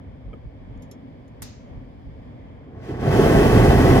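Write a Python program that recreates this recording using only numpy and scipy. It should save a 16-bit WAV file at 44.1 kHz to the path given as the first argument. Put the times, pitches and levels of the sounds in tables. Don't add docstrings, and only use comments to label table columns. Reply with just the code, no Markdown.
import sys
import numpy as np
from scipy import signal
from scipy.fft import rfft, irfft
from scipy.io import wavfile
from scipy.ndimage import uniform_filter1d

SR = 44100
rng = np.random.default_rng(int(sys.argv[2]) if len(sys.argv) > 2 else 0)


def wrap_up_sound(samples):
    columns = np.atleast_2d(samples).T
    tamed = np.clip(columns, -1, 1)
    steps = np.round(tamed * 32767).astype(np.int16)
    wavfile.write(sys.argv[1], SR, steps)


N = 176400
T = np.arange(N) / SR
FREQS = np.maximum(np.fft.rfftfreq(N, 1 / SR), 1)

# freq_hz, coherence
NEAR_COHERENCE = [(60, 0.59), (140, 0.84), (260, 0.96), (500, 0.62), (1100, 0.28), (1600, 0.34),
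                  (6000, 0.27)]
# freq_hz, lead_rad
NEAR_LEAD = [(90, 0.4), (250, 0.68), (480, 1), (900, 3), (1400, -2.5), (2100, 7), (3000, 8.5)]


def undb(db):
    return 10 ** (np.asarray(db) / 20)


def unit(x):
    return x / np.sqrt(np.mean(x ** 2))


def over_hz(points):
    hz, value = np.array(points, float).T
    return np.interp(np.log(FREQS), np.log(hz), value)


def swell(points):
    time_s, level_db = np.array(points, float).T
    return undb(np.interp(T, time_s, level_db)) * (T >= time_s[0])


def noise(spectrum):
    return unit(irfft(rfft(rng.standard_normal((2, N))) * undb(over_hz(spectrum)), N))


def place(pair, coherence, lead):
    a, b = rfft(pair)
    likeness = np.clip(over_hz(coherence), 0, .999)
    mid, side = a * np.sqrt((1 + likeness) / 2), b * np.sqrt((1 - likeness) / 2)
    return irfft(np.array([(mid + side) * np.exp(1j * over_hz(lead)), mid - side]), N)


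def split(x, hz):
    low = irfft(rfft(x) / (1 + (FREQS / hz) ** 6), N)
    return low, x - low


def walk(rate_hz):
    hold = max(int(SR / rate_hz), 2)
    steps = np.repeat(rng.standard_normal(N // hold + 1), hold)
    return unit(uniform_filter1d(steps, hold)[:N])


def burst(start_s, decay_s, attack_s=0.0007):
    age_s = np.maximum(T - start_s, 0)
    return (1 - np.exp(-age_s / attack_s)) * np.exp(-age_s / decay_s)


def pilot():
    # freq_hz, density_db
    murmur_spectrum = [(18, -27), (45, -1), (65, 1), (120, 0.5), (200, -8.5), (262, -6), (325, -13.5),
                       (420, -15), (520, -12.5), (700, -17), (860, -20.5), (1020, -24), (1300, -32.5),
                       (1620, -32.5), (1790, -26.5), (1980, -32), (2250, -29), (2480, -36), (2800, -41.5),
                       (3060, -35.5), (3380, -36.5), (3600, -41), (4000, -50)]
    murmur_treble = [(4900, -53), (6500, -57.5), (12000, -72), (15000, -82)]
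    hum_spectrum = [(150, -39), (225, -7.5), (260, -3.5), (290, -9), (330, -31), (700, -74)]
    flutter_spectrum = [(18, -44), (42, 4.5), (65, 1.5), (110, -3.5), (200, -16), (500, -68), (3000, -110)]
    hiss_spectrum = [(2000, -21), (4200, -3), (4950, -1), (5900, -14), (9000, -21)]
    # time_s, gain_db
    bass_gain = [(0, 1.5), (.85, 0), (.92, -10), (1.12, -3), (1.25, -2.5), (2.2, 1), (2.6, -4)]
    hum_gain = [(0, -51.5), (.65, -53.5), (.78, -48), (1.4, -51), (2.6, -50), (4.0, -23)]
    hiss_gain = [(0, -80), (1.9, -76.5), (2.25, -76), (2.55, -81), (4.0, -82)]
    # centre_s, length_s, level_db
    flutters = [(0.093, 0.038, -40), (0.272, 0.042, -35), (0.461, 0.029, -30.5), (0.61, 0.028, -38.5),
                (0.733, 0.078, -34.5), (1.758, 0.12, -37.5), (2.08, 0.049, -34)]
    bass, rest = split(noise(murmur_spectrum + murmur_treble), hz=100)
    murmur_db = -42 + 0.97 * walk(rate_hz=7.35)
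    murmur = (bass * swell(bass_gain) + rest) * undb(murmur_db)
    hum = swell(hum_gain) * noise(hum_spectrum)
    flutter_gain = sum(undb(level_db) * np.exp(-2 * ((T - centre_s) / length_s) ** 2)
                       for centre_s, length_s, level_db in flutters)
    flutter = flutter_gain * place(noise(flutter_spectrum), coherence=[(60, 0.76)], lead=[(60, 0)])
    hiss = swell(hiss_gain) * noise(hiss_spectrum)
    return place(murmur + hum, NEAR_COHERENCE, NEAR_LEAD) + flutter + hiss


def creak():
    # start_s, level_db
    slips = [(0.3335, -40), (0.3393, -39.5)]
    # freq_hz, gain_db, width_hz
    modes = [(393, 1, 71), (520, 1, 35), (1262, -4.5, 80), (1700, -14, 150), (2310, -6, 190),
             (3150, -10, 230)]
    # freq_hz, density_db
    knock_spectrum = [(150, -23), (300, 4), (500, 5), (620, 1), (1000, -47)]
    rise_s, spread_rad = 0.0021, 0.8
    sag = .02
    knock = place(noise(knock_spectrum), NEAR_COHERENCE, NEAR_LEAD)
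    out = undb(-37) * burst(slips[0][0], decay_s=.012, attack_s=0.0016) * knock
    for k, (start_s, level_db) in enumerate(slips):
        age_s = T - start_s
        fall_s = rise_s * np.logaddexp(0, 2 * age_s / rise_s) / 2
        rise = np.exp(-((age_s - fall_s) / rise_s) ** 2)
        for freq_hz, gain_db, width_hz in modes:
            phase = rng.uniform(0, 2 * np.pi) + rng.standard_normal((2, 1)) * spread_rad
            tone = np.sin(2 * np.pi * freq_hz * (1 - k * sag) * age_s + phase)
            out += undb(level_db + gain_db) * rise * np.exp(-np.pi * width_hz * fall_s) * tone
    return out


def fitting():
    # start_s, scrape_db, ring_db, scrape_decay_s, tilt_db_per_octave
    ticks = [(.775, -60, -90, .002, 2), (.822, -57, -63, 0.017, 1), (0.913, -51, -52.5, 0.012, 0.5),
             (1.278, -64, -90, 0.0078, 6)]
    # freq_hz, gain_db, t60_s
    modes = [(3311, -10, 0.22), (3840, -15, .07), (5400, 0, 0.092), (5430, -5, .05), (6498, -4, .07),
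             (6837, -6, 0.09), (7200, -11, .08), (7359, -6, .05), (11300, -2, 0.056), (11280, 1, 0.046),
             (11410, -7, .035)]
    # freq_hz, density_db
    scrape_spectrum = [(1500, -7), (3500, 5), (5000, -4), (7000, 8), (8000, -14), (10700, -4), (12500, -19),
                       (15000, -24)]
    out, age_s = np.zeros((2, N)), T[:SR // 2]
    for start_s, _, ring_db, _, _ in ticks:
        i = int(start_s * SR)
        for freq_hz, gain_db, t60_s in modes:
            phase = rng.standard_normal((2, 1)) * min(freq_hz / 4000, 2)
            envelope = undb(ring_db + gain_db - 60 * age_s / t60_s)
            out[:, i:i + len(age_s)] += envelope * np.sin(2 * np.pi * freq_hz * age_s + phase)
    for start_s, scrape_db, _, decay_s, tilt in ticks:
        tilted = [(hz, db + tilt * np.log2(hz / scrape_spectrum[0][0])) for hz, db in scrape_spectrum]
        out += undb(scrape_db) * burst(start_s, decay_s) * noise(tilted)
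    return out


def valve():
    # start_s, level_db
    clacks = [(1.4198, -34), (1.427, -36.5)]
    # freq_hz, density_db
    snap_spectrum = [(800, 2.5), (1300, 1), (2000, 0.5), (3000, -5.5), (5500, -6), (7500, 2.5),
                     (10500, 2.5), (12500, 4), (15200, -18)]
    # low_hz, high_hz, level_db, decay_s
    spit = [(80, 197, -39.5, 0.036), (900, 3050, -52, 0.11), (3780, 6700, -44, 0.071),
            (7300, 12500, -47, 0.026)]
    snap_s = 1.4205
    crack = sum(undb(db) * burst(start_s, decay_s=.0025, attack_s=.0002) for start_s, db in clacks)
    puff = undb(-34) * burst(snap_s, decay_s=.008)
    out = (crack + puff) * noise(snap_spectrum)
    for low_hz, high_hz, level_db, decay_s in spit:
        band = noise([(low_hz / 2, -40), (low_hz, 0), (high_hz, 0), (high_hz * 2, -60)])
        out += undb(level_db) * burst(snap_s, decay_s, attack_s=0.0028) * band
    return out


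def frame_reflections(sound):
    # delay_s, gain_db
    echoes = [(.00463, -4), (.00195, -11)]
    # freq_hz, left_minus_right_db
    balance = [(50, -0.5), (160, -4), (260, -1.3), (350, 2.5), (450, -5), (525, -4.5), (650, 6),
               (800, -5.5), (1010, 7.5), (1150, -0.5), (1370, 5), (1600, -3), (2100, -2), (2600, 1.3),
               (3100, -1.3)]
    sides = undb(np.array([[1], [-1]]) * over_hz(balance) / 2)
    sides /= np.sqrt(np.mean(sides ** 2, axis=0))
    highpass = FREQS / (FREQS + 1500)
    comb = np.array([1 + undb(gain_db) * np.exp(-2j * np.pi * FREQS * delay_s) * highpass
                     for delay_s, gain_db in echoes])
    return irfft(rfft(sound) * comb * sides, N)


def burner():
    # freq_hz, density_db
    spectrum = [(20, -35), (40, -1), (85, -3), (125, 1.5), (180, -5.5), (300, -6), (400, -4.5), (520, -12),
                (590, -14), (680, -10.5), (780, -12.5), (980, -22), (1120, -18.5), (1300, -25), (1960, -22),
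                (2250, -29), (2650, -26), (2850, -34.5), (3050, -28.5), (3700, -36), (5600, -37),
                (7500, -43.5), (11500, -42.5), (15000, -46.5)]
    # freq_hz, coherence
    coherence = [(100, 0.99), (420, 0.97), (700, 0.74), (1200, 0.86), (2000, 0.94), (2700, 0.41),
                 (8000, 0.19)]
    # freq_hz, lead_rad
    lead = [(60, 0), (150, .2), (250, .55), (430, .35), (600, 1.4), (800, 1.05), (1300, 1.3), (1550, .6),
            (2100, 1.4), (3000, 4.2), (4000, 3.1), (7400, 6.3), (12000, 8)]
    # time_s, gain_db
    flame_gain = [(2.55, -49), (2.76, -28.5), (2.85, -22.5), (2.91, -16.5), (2.975, -16.5), (3.005, -11),
                  (3.09, -3.5), (3.25, 1), (3.65, 1), (4.0, 1.2)]
    jet_gain = [(2.6, -73), (2.79, -35), (2.845, -22), (2.895, -18.5), (2.95, -22.5), (2.99, -21),
                (3.005, -15.5), (3.13, -5), (3.25, -1.5), (4.0, -1.5)]
    flame_full_s, build_s, early_rumble_db = 3.23, 0.32, -3.5
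    roar = unit(frame_reflections(place(noise(spectrum), coherence, lead)))
    flame, jet = split(roar, hz=1630)
    rumble, body = split(flame, hz=109)
    hiss, top = split(jet, hz=7500)
    build = undb(early_rumble_db * np.clip(1 - (T - flame_full_s) / build_s, 0, 1))
    flicker_db = walk(rate_hz=45)
    flow = swell(jet_gain)
    fire = (rumble * build + body) * swell(flame_gain) * undb(flicker_db)
    gas = (hiss * flow + top * flow ** 1.45) * undb(.5 * flicker_db)
    return undb(-13) * (fire + gas)


def pops():
    # start_s, level_db, pitch_hz, decay_s
    ignitions = [(2.765, -33, 100, 0.024), (2.885, -25.5, 298, 0.021), (2.918, -25.5, 121, 0.017),
                 (3.065, -16, 126, 0.056), (3.192, -3, 360, 0.0094), (3.254, -11, 428, 0.011),
                 (3.562, -15, 115, .018)]
    relative_width = 0.32
    out = np.zeros(N)
    for start_s, level_db, pitch_hz, decay_s in ignitions:
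        resonance = 1 / (1 + ((FREQS / pitch_hz - pitch_hz / FREQS) / relative_width) ** 2)
        thud = signal.hilbert(irfft(rfft(rng.standard_normal(N)) * resonance, N))
        envelope = burst(start_s, decay_s, attack_s=.003)
        local_rms = np.sqrt(np.average(abs(thud) ** 2, weights=envelope ** 2) / 2)
        out += undb(level_db) * envelope * thud.real / local_rms
    return out


def scene():
    return burner() + pops() + pilot() + fitting() + creak() + valve()


def record(dry):
    low_cut_hz, high_cut_hz, ceiling = 31, 15800, .95
    x = signal.sosfilt(signal.butter(6, low_cut_hz, "high", fs=SR, output="sos"), dry)
    rounded = x / (1 + (x / ceiling) ** 6) ** (1 / 6)
    return signal.sosfilt(signal.ellip(10, .1, 80, high_cut_hz, fs=SR, output="sos"), rounded)


dry = scene()
out = record(dry)
wrap_up_sound(out)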